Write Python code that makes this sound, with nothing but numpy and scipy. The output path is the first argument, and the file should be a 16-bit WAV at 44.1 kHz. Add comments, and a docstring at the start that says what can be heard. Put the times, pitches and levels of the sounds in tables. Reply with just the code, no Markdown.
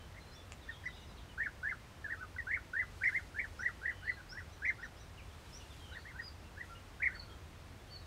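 """Short, arching whistles ring out over a soft hiss and a low, distant rumble in open country.
They come from bee-eaters near a perch: each call is a nearly pure tone that climbs, flicks up
once or twice and drops. Small birds chirp and buzz farther off, something snaps once, and a
breeze rustles the leaves. The ground and the bushes scatter the calls back as echoes."""
import sys
import numpy as np
from scipy import signal
from scipy.fft import rfft, irfft
from scipy.io import wavfile

SR = 44100
rng = np.random.default_rng(int(sys.argv[2]) if len(sys.argv) > 2 else 0)


def output_pcm(signal):
    """Save a mono or channel-first signal as 16-bit PCM at the path in sys.argv[1].

    Samples are clipped to [-1, 1] before scaling.
    """
    pcm = np.clip(np.atleast_2d(signal).T, -1, 1) * 32767
    wavfile.write(sys.argv[1], SR, np.round(pcm).astype(np.int16))


N = 355446


def amp(db):
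    """Turns decibels into a number to multiply a sound by."""
    return 10 ** (np.asarray(db) / 20)


def value_at(points, hz):
    """Looks up a value between the rows of a table, with every octave spaced alike."""
    row_hz, values = np.transpose(points)
    return np.interp(np.log(hz + 1), np.log(row_hz + 1), values)


def add(mix, start_s, sound):
    """Adds a sound to the mix at its start time."""
    part = mix[max(round(start_s * SR), 0):][:len(sound)]
    part += sound[:len(part)]


def noise(gain):
    """Noise of typical size 1; the function gain(hz) says how strong each frequency is."""
    shaped = irfft(rfft(rng.standard_normal(N)) * gain(np.fft.rfftfreq(N, 1 / SR)), N)
    return shaped / np.sqrt(np.mean(shaped ** 2) + 1e-20)


def wander(rate_hz):
    """A smooth random wobble of typical size 1, moving at up to about rate_hz."""
    return noise(lambda hz: np.exp(-(hz / rate_hz) ** 2))


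def fade(t, length_s, edge_s):
    """Fades a note in and out, taking edge_s at each end."""
    return np.clip(np.minimum(t, length_s - t) / edge_s, 0, 1)


def phase_of(hz):
    """Adds up a changing pitch into the angle of a sine wave."""
    return 2 * np.pi * np.cumsum(hz) / SR


def still_air(level_db=-57.5, sway_db=0.05):
    """Outdoor air: a nearly steady hiss, stronger in the low notes."""
    # tone of the air: frequency_hz, relative_db
    tone = [(76, -36), (130, -1.5), (186, -5.5), (415, -9.5), (584, -10.5), (632, -11), (1000, -12),
            (1250, -13), (1500, -14.5), (1830, -15.5), (4500, -23), (5830, -25.5), (15600, -39)]
    # faint narrow bands in the hiss: frequency_hz, width_hz, lift_db
    bands = [(8440, 310, 3), (12150, 390, 3), (15500, 300, 4)]

    def gain(hz):
        lift_db = sum(db * np.exp(-((hz - middle) / width) ** 2) for middle, width, db in bands)
        return amp(value_at(tone, hz) + lift_db)

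    return noise(gain) * amp(level_db + sway_db * wander(8.5))


def distant_rumble(rumble_db=-54.5, drone_db=-64.5, drone_hz=73.8, drone_width_hz=7.1):
    """Deep noise, with one narrow band that is heard as a wavering drone."""
    # tone of the rumble: frequency_hz, relative_db
    tone = [(12, -28), (27, -14), (45, -3), (65, -3.5), (75, 1), (82, -5.5), (92, 0.5), (105, -9),
            (135, -14.5), (180, -28), (400, -65)]
    rumble = noise(lambda hz: amp(value_at(tone, hz)))
    drone = noise(lambda hz: 1 / (1 + ((hz - drone_hz) / drone_width_hz) ** 2))
    return amp(rumble_db) * rumble + amp(drone_db) * drone


def leaves(flicker_db=1.0):
    """Leaves make a bright, flickering rustle that grows when the breeze lifts."""
    # loudness of the breeze in the leaves: time_s, level_db
    breeze = [(0, -79), (2.7, -82), (2.95, -67.5), (3.1, -61.5), (3.3, -70), (3.55, -67), (3.8, -70.5),
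              (4.1, -80), (5.2, -77), (5.5, -64), (5.8, -66), (6.1, -75), (6.55, -84), (6.66, -66),
              (6.8, -77), (8.06, -82)]
    # tone of the rustle: frequency_hz, relative_db
    tone = [(500, -23), (2500, 5), (6500, -1), (9000, -4), (13000, -11), (16000, -30)]
    breeze_db = np.interp(np.arange(N) / SR, *np.transpose(breeze))
    rustle = noise(lambda hz: amp(value_at(tone, hz)))
    return amp(breeze_db + flicker_db * wander(40)) * rustle


def echoes(sound, first_s, last_s, fall_db, count=12):
    """Single echoes bounce off the ground and branches; later ones are weaker."""
    lateness = (np.arange(count) + rng.random(count)) / count
    delay_s = first_s + lateness * (last_s - first_s)
    bounces = np.zeros(SR // 4)
    bounces[(delay_s * SR).astype(int)] = rng.choice([-1., 1.], count) * amp(-fall_db * lateness)
    return signal.fftconvolve(sound, bounces / np.linalg.norm(bounces))[:N]


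def bushes(sound, build_s=0.0037):
    """Foliage scatters a sound into a soft tail, each frequency dying at its own speed."""
    # time the tail takes to fall by 60 dB: frequency_hz, decay_s
    decay = [(1500, 0.35), (2500, 0.36), (6000, 0.33)]
    hz, t, bands = signal.stft(rng.standard_normal(SR // 2), SR, nperseg=256)
    dying = amp(-60 * t / value_at(decay, hz)[:, None])
    _, tail = signal.istft(bands * dying * np.minimum(t / build_s, 1), SR, nperseg=256)
    return signal.fftconvolve(sound, tail / np.linalg.norm(tail))[:N]


def gliding_notes(notes, arch, flutter_hz, pitch_swing, loudness_swing, jitter):
    """Notes slide along a slight arch as a flutter shakes them; swings are fractions (0.03 is 3%)."""
    out, tremble = np.zeros(N), wander(200)
    flutter = np.sin(phase_of(flutter_hz * (1 + .25 * wander(39.8))))
    for start_s, length_s, pitch_hz, glide, level_db in notes:
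        t = np.arange(int(length_s * SR)) / SR
        now = np.minimum(int(start_s * SR) + np.arange(len(t)), N - 1)
        from_middle = t / length_s - .5
        smooth_hz = pitch_hz * (1 + glide * from_middle - arch * (2 * from_middle) ** 2)
        hz = smooth_hz * (1 + pitch_swing * flutter[now] + jitter * tremble[now])
        loudness = amp(level_db) * fade(t, length_s, 0.064 * length_s)
        add(out, start_s, loudness * (1 + loudness_swing * flutter[now]) * np.sin(phase_of(hz)))
    return out


def repeated_note(notes, shape, harmonics=((1, 0),)):
    """A bird repeats one note shape; harmonics are its tones: pitch_multiple, relative_db."""
    out = np.zeros(N)
    progress, pitch_ratio, shape_db = np.transpose(shape)
    for start_s, length_s, pitch_hz, level_db in notes:
        t = np.arange(int(length_s * SR)) / SR
        phase = phase_of(pitch_hz * np.interp(t / length_s, progress, pitch_ratio))
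        tone = sum(amp(db) * np.sin(multiple * phase) for multiple, db in harmonics)
        loudness = amp(level_db + np.interp(t / length_s, progress, shape_db))
        add(out, start_s, loudness * fade(t, length_s, edge_s=0.0034) * tone)
    return out


def twitter_notes(notes_per_s=14, spread_octaves=.2, sink_per_s=2.46):
    """Lists brief sinking notes of random pitch and length, loosely spaced in time."""
    # bursts of very distant twitter, a second long at most: start_s, end_s, middle_hz, level_db
    bursts = [(0.621, 1.25, 3490, -66), (0.839, 1.1, 5390, -67), (5.251, 5.8, 3600, -69),
              (7.779, 8, 3400, -66)]
    notes = []
    for start_s, end_s, middle_hz, level_db in bursts:
        beats = np.arange(start_s, end_s, 1 / notes_per_s)
        for beat_s, (late, long, high) in zip(beats, rng.random((notes_per_s, 3))):
            length_s = np.interp(long, [0, 1], [.02, .05])
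            hz = middle_hz * 2 ** (spread_octaves * (2 * high - 1))
            notes.append((beat_s + late / notes_per_s, length_s, hz, -sink_per_s * length_s, level_db))
    return notes


def chirps_and_overtone():
    """Faint chirps and twitter from afar, plus one brief, high overtone of a near bee-eater's call."""
    # far chirps and, at 0.858 s, the overtone: start_s, length_s, pitch_hz, glide_fraction, level_db
    notes = [(0, .044, 3100, -.02, -61.5), (.2, 0.14, 4160, 0, -65), (0.35, .075, 3506, -0.011, -61.5),
             (.615, .03, 3710, -0.15, -61), (0.71, 0.022, 3660, -0.077, -55.5),
             (0.735, 0.059, 3296, 0.03, -58.5), (0.858, .02, 5750, -.08, -61), (0.875, .037, 3810, 0, -58),
             (0.96, .092, 2900, -0.0047, -63), (1.17, 0.03, 3740, -.35, -59.5),
             (1.285, .047, 2970, -0.063, -62), (4.165, 0.05, 1563, -0.18, -52.5),
             (5.175, .035, 2630, -0.29, -55), (5.6, 0.03, 2900, -0.1, -57), (5.705, .025, 3450, -.16, -59),
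             (5.925, 0.028, 3740, -0.15, -56.5), (6.43, 0.064, 2720, 0, -64), (6.695, 0.048, 1367, 0, -52),
             (6.75, 0.033, 2870, 0.0023, -55), (7.21, 0.14, 1363, -0.14, -59.5),
             (7.295, 0.052, 3240, -.02, -61)]
    return gliding_notes(notes + twitter_notes(), arch=0.013, flutter_hz=110.0,
                         pitch_swing=0.0035, loudness_swing=0.086, jitter=0.013)


def buzzes():
    """A distant songbird's notes flutter so fast and deeply that they buzz."""
    # buzzy notes: start_s, length_s, pitch_hz, glide_fraction, level_db
    notes = [(0.92, 0.12, 3710, 0.044, -60), (3.9, 0.19, 2990, -0.1, -63.5),
             (4.04, 0.12, 4290, -0.071, -61.5), (5.79, .16, 3120, -0.132, -59.5),
             (5.96, .073, 4380, 0.0046, -63)]
    return gliding_notes(notes, arch=0.0405, flutter_hz=74.8,
                         pitch_swing=0.03, loudness_swing=0.21, jitter=0.0272)


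def nasal_notes():
    """A faint run of notes that sound only at two and three times their base pitch."""
    # nasal notes: start_s, length_s, base_pitch_hz, level_db
    notes = [(4.49, 0.071, 2050, -65.5), (4.65, 0.055, 2040, -62), (4.81, 0.063, 2005, -63.5),
             (4.965, 0.079, 2014, -62.5)]
    # their rise and dip: length_fraction, pitch_ratio, relative_db
    shape = [(0, .8, -0.5), (.35, .94, -7), (.65, 0.99, 1.5), (.85, 0.92, -5), (1, .92, -7)]
    return repeated_note(notes, shape, harmonics=[(2, -1), (3, 0)])


def rising_chirps():
    """High, pure chirps sweep upward and grow louder."""
    # chirps: start_s, length_s, top_pitch_hz, level_db
    notes = [(0.32, 0.049, 5740, -61), (3.035, 0.045, 5630, -63), (3.585, 0.04, 5980, -57),
             (4.29, .043, 5660, -51), (5.525, 0.051, 5940, -53)]
    # their climb: length_fraction, pitch_ratio, relative_db
    shape = [(0, .85, -3), (.65, 0.97, 1.5), (1, 1, 2.5)]
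    return repeated_note(notes, shape)


def dropping_whistles():
    """High, pure whistles hold their pitch and then drop."""
    # whistles: start_s, length_s, pitch_hz, level_db
    notes = [(6.205, 0.091, 5020, -49.5), (7.14, 0.072, 4574, -45), (7.895, 0.081, 4600, -47.5)]
    # their hold and drop: length_fraction, pitch_ratio, relative_db
    shape = [(0, 0.93, -20), (.25, 0.98, -6), (.5, 0.98, -4), (.7, .98, -4), (.85, .95, 1.5),
             (1, 0.87, -12)]
    return repeated_note(notes, shape)


def snap(echo_s=0.0018, echo_db=-12, dull_hz=9000):
    """One blow rings very briefly and a nearby surface echoes it; distance dulls the treble."""
    # the dry snap: start_s, level_db
    blows = [(0.5213, -34.5)]
    # its ringing tones: pitch_hz, relative_db, decay_s (time to fall by 60 dB)
    tones = [(1390, -12, .004), (2700, 1.5, 0.0036), (4930, -2, 0.0011), (7100, -0.5, 0.0024)]
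    t, out = np.arange(1024) / SR, np.zeros(N)
    ring = sum(amp(db - 60 * t / decay_s) * np.sin(2 * np.pi * hz * t) for hz, db, decay_s in tones)
    for start_s, level_db in blows:
        add(out, start_s, amp(level_db) * ring)
        add(out, start_s + echo_s, amp(level_db + echo_db) * ring)
    return signal.sosfilt(signal.butter(4, dull_hz, fs=SR, output="sos"), out)


def bee_eater_pips():
    """The bee-eaters give very short, pure notes that sink a little."""
    # pips: start_s, length_s, pitch_hz, level_db
    notes = [(2.042, 0.029, 1724, -36), (2.226, 0.01, 1476, -36.5), (2.362, 0.0095, 1560, -38.5),
             (2.383, 0.026, 1960, -33)]
    # their sinking course: length_fraction, pitch_ratio, relative_db
    shape = [(0, 1.028, -1.5), (.4, .99, -2.5), (1, .92, -3.5)]
    return repeated_note(notes, shape)


def bee_eater_calls(jitter=0.016, flutter_db=3.0, overtone_db=-46):
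    """A whistle climbs an arch, flicks up and drops; the voice turns from low to full above its break."""
    # calls: start_s, climb_s, arch_top_hz, low_voice_db, full_voice_db, flick_lift_hz, crest_lift_hz
    calls = [(0.129, 0.049, 1815, -64, -56, 358, 295), (0.674, 0.021, 1589, -54.5, -34.5, 60, 265),
             (0.837, 0.031, 1660, -53, -33, 480, 363), (1.376, 0.068, 1925, -34, -39.5, 140, 240),
             (1.628, 0.07, 1842, -32.5, -37, 34, 250), (2.079, 0.036, 1786, -42, -39, 0, 136),
             (2.172, 0.044, 1300, -43.0, -43.0, 0, 226), (2.467, 0.083, 1883, -38, -31.5, 366, 298),
             (2.731, 0.072, 1826, -35.0, -33, 120, 198), (3.009, 0.065, 1910, -38.5, -29.5, 520, 207),
             (3.114, 0.052, 1923, -41.5, -34.0, -2, 179), (3.343, 0.087, 1950, -41.5, -36, 445, 0),
             (3.59, 0.077, 1757, -37.5, -29, 260, 221), (3.814, 0.079, 1780, -43, -31.5, 252, 200),
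             (4.022, 0.07, 1804, -46.5, -35, 100, 216), (4.313, 0.073, 1680, -49, -40, 10, 270),
             (4.617, 0.072, 1950, -39.5, -31.0, 534, 168), (4.78, 0.057, 1545, -48.5, -43.0, 87, 320),
             (5.911, 0.053, 1557, -48.5, -44, 97, 366), (6.049, 0.042, 2100, -52, -52.5, 160, 58),
             (6.135, 0.065, 1602, -48.5, -38.5, 50, 280), (6.558, 0.057, 1766, -49, -44, 110, 194),
             (6.997, 0.065, 2023, -39.5, -29.5, 495, 140), (7.087, 0.054, 1584, -45.5, -49.5, 70, 349)]
    start_hz, end_hz, climb_bend, fall_bend = 1290, 1174, .46, 2.3
    crest_width_s, flick_lead_s, flick_width_s = 0.01357, .031, 0.00642
    break_hz, break_width_hz, swell_db_per_octave = 1810, 60, 16.5
    burr_hz, burr_swing = 124.7, .02  # a throaty roll in the pitch of the full voice
    out, tremble, flutter = np.zeros(N), wander(300), wander(100)
    burr = np.sin(phase_of(burr_hz * (1 + .2 * wander(29.6))))
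    for start_s, climb_s, top_hz, low_db, full_db, flick_hz, crest_hz in calls:
        fall_s = .037 - .000018 * flick_hz  # the higher the flick, the sooner the call falls away
        t = np.arange(int((climb_s + fall_s) * SR)) / SR
        now = int(start_s * SR) + np.arange(len(t))
        past_crest = t - climb_s
        rising = start_hz + (top_hz - start_hz) * (t / climb_s) ** climb_bend
        falling = top_hz - (top_hz - end_hz) * abs(past_crest / fall_s) ** fall_bend
        # the pitch steps up to a flat crest; an eager call also flicks up just before it
        crest = crest_hz * np.exp(-(past_crest / crest_width_s) ** 4)
        flick = flick_hz * np.exp(-((past_crest + flick_lead_s) / flick_width_s) ** 2)
        hz = np.where(past_crest < 0, rising, falling) + crest + flick
        fullness = .5 + .5 * np.tanh((hz - break_hz) / break_width_hz)  # 0 is low voice, 1 is full
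        octaves_below_break = -np.log2(np.minimum(hz / break_hz, 1))
        voice_db = low_db + (full_db - low_db) * fullness - swell_db_per_octave * octaves_below_break
        loudness = amp(voice_db + flutter_db * flutter[now]) * fade(t, climb_s + fall_s, edge_s=0.0051)
        phase = phase_of(hz * (1 + jitter * tremble[now] + burr_swing * fullness * burr[now]))
        add(out, start_s, loudness * (np.sin(phase) + amp(overtone_db) * np.sin(2 * phase)))
    return out


def scene():
    """Near sounds arrive mostly direct; the faint notes come with more echo from the bushes."""
    near = bee_eater_calls() + bee_eater_pips() + snap()
    near_echoes = amp(-7.5) * echoes(near, first_s=.006, last_s=.04, fall_db=26.5)
    near_tail = amp(-18.5) * bushes(near)
    faint = chirps_and_overtone() + buzzes() + nasal_notes() + rising_chirps() + dropping_whistles()
    faint_echoes = amp(-6) * echoes(faint, first_s=.005, last_s=.04, fall_db=25)
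    faint_tail = amp(-7) * bushes(faint)
    background = still_air() + distant_rumble() + leaves()
    mix = background + amp(-1) * faint + faint_echoes + faint_tail + near + near_echoes + near_tail
    return mix[None]


def record(dry):
    """Cuts away the very highest treble."""
    cutoff_hz = 15720
    low_pass = signal.firwin(511, cutoff_hz, window=("kaiser", 9), fs=SR)
    return signal.oaconvolve(dry, low_pass[None], "same")


dry = scene()
out = record(dry)
output_pcm(out)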